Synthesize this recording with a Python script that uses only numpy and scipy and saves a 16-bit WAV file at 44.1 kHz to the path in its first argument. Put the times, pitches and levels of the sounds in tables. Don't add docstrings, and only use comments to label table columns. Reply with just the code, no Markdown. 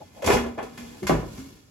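import sys
import numpy as np
from scipy import signal
from scipy.fft import rfft, irfft
from scipy.io import wavfile
from scipy.ndimage import uniform_filter1d

SR = 44100
rng = np.random.default_rng(int(sys.argv[2]) if len(sys.argv) > 2 else 0)


def master(y):
    cut = np.clip(np.atleast_2d(y).T, -1, 1)
    pcm = np.round(cut * 32767)
    wavfile.write(sys.argv[1], SR, pcm.astype(np.int16))


N = 74970

# (time [s], thump [dB], body [dB], clack [dB], tick [dB])
IMPACTS = [(0.222, -67, -34.5, -36.5, -42.5), (0.243, -34, -31, -30, -33), (0.262, -19.5, -26, -33.5, -23),
           (0.274, -48, -21.5, -19, -32), (0.285, -58, -14.5, -26.5, -39.5), (0.302, -40, -15.5, -17, -30),
           (0.320, -21, -32, -23.5, -30), (0.332, -53, -15, -26, -28.5), (0.341, -44, -16.5, -29, -35.5),
           (0.366, -45, -31.5, -22, -40), (0.379, -30, -28, -62, -58), (0.441, -67, -30, -35.5, -79),
           (0.462, -69, -28.5, -40.5, -53.5), (0.579, -47, -31, -34.5, -55),
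           (0.587, -47.5, -31, -27.5, -59), (0.627, -57, -31, -41, -45), (0.776, -42, -49.5, -37.5, -42.5),
           (1.029, -27, -34.5, -38.5, -45), (1.069, -55, -39.5, -23.5, -27),
           (1.094, -24.5, -12, -19, -40.5), (1.116, -28, -17.5, -25, -57), (1.138, -30, -18, -53, -59),
           (1.227, -42, -29.5, -42.5, -82), (1.377, -38.5, -50, -44.5, -48)]
BANDS_HZ = 31.25 * 2 ** np.arange(0, 9.1, .5)


def undb(db):
    return 10 ** (np.asarray(db) / 20)


def at(hz, table, column=1):
    table = np.array(table)
    return np.interp(np.log(hz), np.log(table[:, 0]), table[:, column])


def band_noise(hz):
    octaves = np.log2(np.maximum(np.fft.rfftfreq(N, 1 / SR), 1) / hz)
    passband = np.cos(np.pi / 2 * np.clip(2 * octaves, -1, 1))
    noise = irfft(rfft(rng.standard_normal((2, N))) * passband, N)
    return noise / noise.std(axis=1, keepdims=True)


def stereo(pair, hz, side_db=0):
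    # (frequency [Hz], side relative to mid [dB])
    width = [(40, -17), (125, -11.5), (500, -1.9), (2500, -1), (9000, 1.5)]
    side = undb(at(hz, width) + side_db)
    return np.array([pair[0] + side * pair[1], pair[0] - side * pair[1]]) / np.hypot(1, side)


def excitation(hz, levels):
    centres = [80, 380, 1500, 6500]
    return undb(np.interp(np.log(hz), np.log(centres), levels))


def decay(t, t60):
    return np.exp(-np.log(1000) * t / t60)


def burst(noise, envelope):
    shaped = noise[:, :len(envelope)] * envelope
    return shaped * np.sqrt(np.sum(envelope ** 2) / np.sum(shaped ** 2, axis=1, keepdims=True))


def add(out, sound, start_s):
    i = max(int(start_s * SR), 0)
    out[:, i:i + sound.shape[1]] += sound[:, :N - i]


def resonator(force, hz, t60):
    t = np.arange(N) / SR
    impulse_response = np.sin(2 * np.pi * hz * t) * decay(t, t60)
    motion = np.array([signal.fftconvolve(channel, impulse_response)[:N] for channel in force])
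    energy = np.sum(force ** 2, axis=1, keepdims=True) * np.sum(impulse_response ** 2)
    return stereo(motion * np.sqrt(energy / np.sum(motion ** 2, axis=1, keepdims=True)), hz)


def room_noise():
    # (frequency [Hz], band level [dB])
    spectrum = [(30, -74), (55, -71), (90, -62), (140, -68), (500, -86), (15000, -89)]
    return sum(undb(at(hz, spectrum)) * stereo(band_noise(hz), hz) for hz in BANDS_HZ)


def sliding_friction():
    # (time [s], relative level [dB])
    course = [(0, -60), (.12, -63), (.175, -57.5), (.33, -61), (0.499, -63), (0.752, -58.5), (0.8, -52.5),
              (0.999, -55), (1.26, -55.5), (1.39, -51), (1.481, -55.5), (1.7, -66)]
    times, levels = np.array(course).T
    return undb(np.interp(np.arange(N) / SR, times, levels))


def scrape(friction):
    # (frequency [Hz], band gain [dB])
    spectrum = [(60, -10), (250, 2), (620, -9.5), (2200, -8), (6500, -3.5), (15500, -4)]
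    catches_per_s, spread_db, grain_s = 670, 1.5, 0.0026
    onsets = rng.random(N) < catches_per_s / SR
    catches = onsets * undb(spread_db * np.minimum(rng.exponential(size=N), 4))
    power = signal.lfilter([1], [1, -np.exp(-1 / (grain_s * SR))], catches ** 2)
    grain = np.sqrt((1 + power / power.mean()) / 2)
    hiss = sum(undb(at(hz, spectrum)) * stereo(band_noise(hz), hz) for hz in BANDS_HZ)
    return friction * grain * hiss


def rim_drag():
    # (time [s], duration [s], relative level [dB])
    drags = [(0.002, 0.0275, -34.5), (0.138, 0.13, -34)]
    # (frequency [Hz], gain [dB])
    modes = [(518, -3.5), (582, -0.5), (664, 1), (830, 1)]
    t = np.arange(N) / SR
    pressure = np.zeros(N)
    for start, duration, db in drags:
        swell = np.sin(np.pi * np.clip((t - start) / duration, 0, 1))
        pressure += undb(db) * swell / np.sqrt(duration * SR)
    return sum(undb(db) * resonator(rng.standard_normal((2, N)) * pressure, hz, t60=0.077)
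               for hz, db in modes)


def shell_knocks():
    # (frequency [Hz], band gain [dB])
    spectrum = [(30, -17), (50, -7.5), (160, -5.5), (270, -2), (450, -6), (850, -4), (1300, -11.5),
                (2300, -7), (3500, -11.5), (6500, -5.5), (11500, -9), (15500, -15.5)]
    # (frequency [Hz], shell t60 [s], room t60 [s], room gain [dB])
    damping = [(59, 0.082, 0.56, -6), (325, 0.068, 0.47, -12.5), (1480, 0.11, 0.42, -5.5),
               (6870, 0.14, 0.33, -2.5)]
    attack_cycles, room_build_s = 0.33, 0.0092
    out, t = np.zeros((2, N)), np.arange(N // 2) / SR
    room_build = 1 - np.exp(-t / room_build_s)
    for hz in BANDS_HZ:
        shell_t60, room_t60, room_db = (at(hz, damping, column) for column in (1, 2, 3))
        rise = 1 - np.exp(-t * hz / attack_cycles)
        ring = (rise * decay(t, shell_t60))[:len(t) // 2]
        tail = rise * room_build * decay(t, room_t60) * undb(room_db)
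        noise = band_noise(hz)
        direct, diffuse = stereo(noise, hz, side_db=-4), stereo(noise, hz)
        offsets = rng.integers(0, N // 2, (len(IMPACTS), 2))
        for (start, *levels), (i, j) in zip(IMPACTS, offsets):
            gain = excitation(hz, levels) * undb(at(hz, spectrum))
            add(out, gain * burst(direct[:, i:], ring), start)
            add(out, gain * burst(diffuse[:, j:], tail), start)
    return out


def shell_resonances(sound):
    spacing_hz, depth_db, full_depth_hz = 55.27, 6, 830
    hz = np.fft.rfftfreq(2 * N, 1 / SR)
    common, left, right = rng.standard_normal((1024, 3)).T
    ripple = np.array([np.interp(hz / spacing_hz, np.arange(1024), common + own / 2)
                       for own in (left, right)])
    depth = depth_db * np.minimum(hz / full_depth_hz, 1) ** 2
    gain = undb(depth * np.tanh(ripple))
    gain /= np.sqrt(uniform_filter1d(gain ** 2, size=2000, axis=1))
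    causal_cepstrum = irfft(np.log(gain))[:, :N] * np.where(np.arange(N) > 0, 2, 1)
    response = np.exp(rfft(causal_cepstrum, 2 * N))
    return irfft(rfft(sound, 2 * N) * response)[:, :N]


def struck_body(modes, t60, friction, coupling):
    friction_gain_db = 6
    out = np.zeros((2, N))
    for hz, db in modes:
        force = rng.standard_normal((2, N)) * friction * undb(friction_gain_db) * np.sqrt(20 / SR)
        for (start, *levels), lag_cycles in zip(IMPACTS, rng.random((len(IMPACTS), 2))):
            onsets = ((start + lag_cycles / hz) * SR).astype(int)
            force[[0, 1], onsets] += excitation(hz, levels)
        out += undb(db) * resonator(force * coupling, hz, t60)
    return out


def pan_ring(friction, seated):
    # (frequency [Hz], gain [dB])
    modes = [(404, -3), (450, -7.5), (494, -3.5), (664, -6.5), (775, -7), (850, -5), (988, -12.5),
             (1112, -9), (1535, -15), (1715, -9), (2072, -7.5), (2396, -10), (2487, -7.5), (2545, -10.5),
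             (3165, -14.5), (3330, -10.5)]
    coupling = np.where(seated, undb(-17), 1)
    return undb(-2) * struck_body(modes, t60=0.24, friction=friction, coupling=coupling)


def panel_flexes():
    # (time [s], frequency [Hz], relative level [dB], rise time [s], t60 [s])
    notes = [(0.224, 540, -25.5, 0.0056, 0.29), (0.34, 237.6, -13.5, 0.075, 0.42),
             (0.574, 650, -31, 0.0034, 0.14), (0.619, 236.4, -44, 0.011, 0.89),
             (0.776, 239.6, -34, 0.021, 0.58), (1.021, 354.6, -25, 0.0066, 0.17),
             (1.028, 200, -31, 0.0099, 0.29), (1.098, 161, -21.5, 0.017, 0.42),
             (1.099, 120.7, -33.5, 0.0099, 0.68), (1.103, 51.9, -28, 0.0062, 0.52),
             (1.379, 269.5, -34.5, 0.008, 0.38)]
    out, t = np.zeros((2, N)), np.arange(N) / SR
    for start, hz, db, rise_s, t60 in notes:
        waver = uniform_filter1d(rng.standard_normal(N), size=400)
        depth = 0.037 * (hz / 220) ** 1.07
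        phase = 2 * np.pi * hz * np.cumsum(1 + depth * waver / waver.std()) / SR
        note = stereo(np.array([np.sin(phase), np.cos(phase)]), hz, side_db=-4) * np.sqrt(2)
        envelope = (1 - np.exp(-t / rise_s)) * decay(t, t60)
        add(out, undb(db) * note * envelope, start)
    return out


def housing_boom(seated):
    # (frequency [Hz], gain [dB])
    modes = [(338, -6), (370, -6), (405, -16), (578, -4.5), (655, -6), (810, -6.5), (1150, -5), (1335, -13),
             (1550, -9.5), (2110, -3.5)]
    return undb(-3.5) * struck_body(modes, t60=0.18, friction=0, coupling=seated)


def scene():
    seating_s = 0.97
    seated = np.arange(N) / SR > seating_s
    friction = sliding_friction()
    plastic = shell_resonances(shell_knocks() + scrape(friction))
    ringing = pan_ring(friction, seated) + housing_boom(seated)
    return plastic + ringing + rim_drag() + panel_flexes() + room_noise()


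def record(dry):
    # (frequency [Hz], width [Hz], gain [dB])
    dips = [(8970, 804, -14), (14630, 1730, -14)]
    low_cut_hz, high_cut_hz = 40.7, 15900
    hz = np.fft.rfftfreq(2 * N, 1 / SR)
    response = undb(sum(db * np.exp(-((hz - centre) / width) ** 2) for centre, width, db in dips))
    sound = irfft(rfft(dry, 2 * N) * response)[:, :N]
    sound = signal.sosfilt(signal.butter(6, low_cut_hz, "high", fs=SR, output="sos"), sound)
    return signal.sosfilt(signal.ellip(10, .2, 80, high_cut_hz, fs=SR, output="sos"), sound)


dry = scene()
out = record(dry)
master(out)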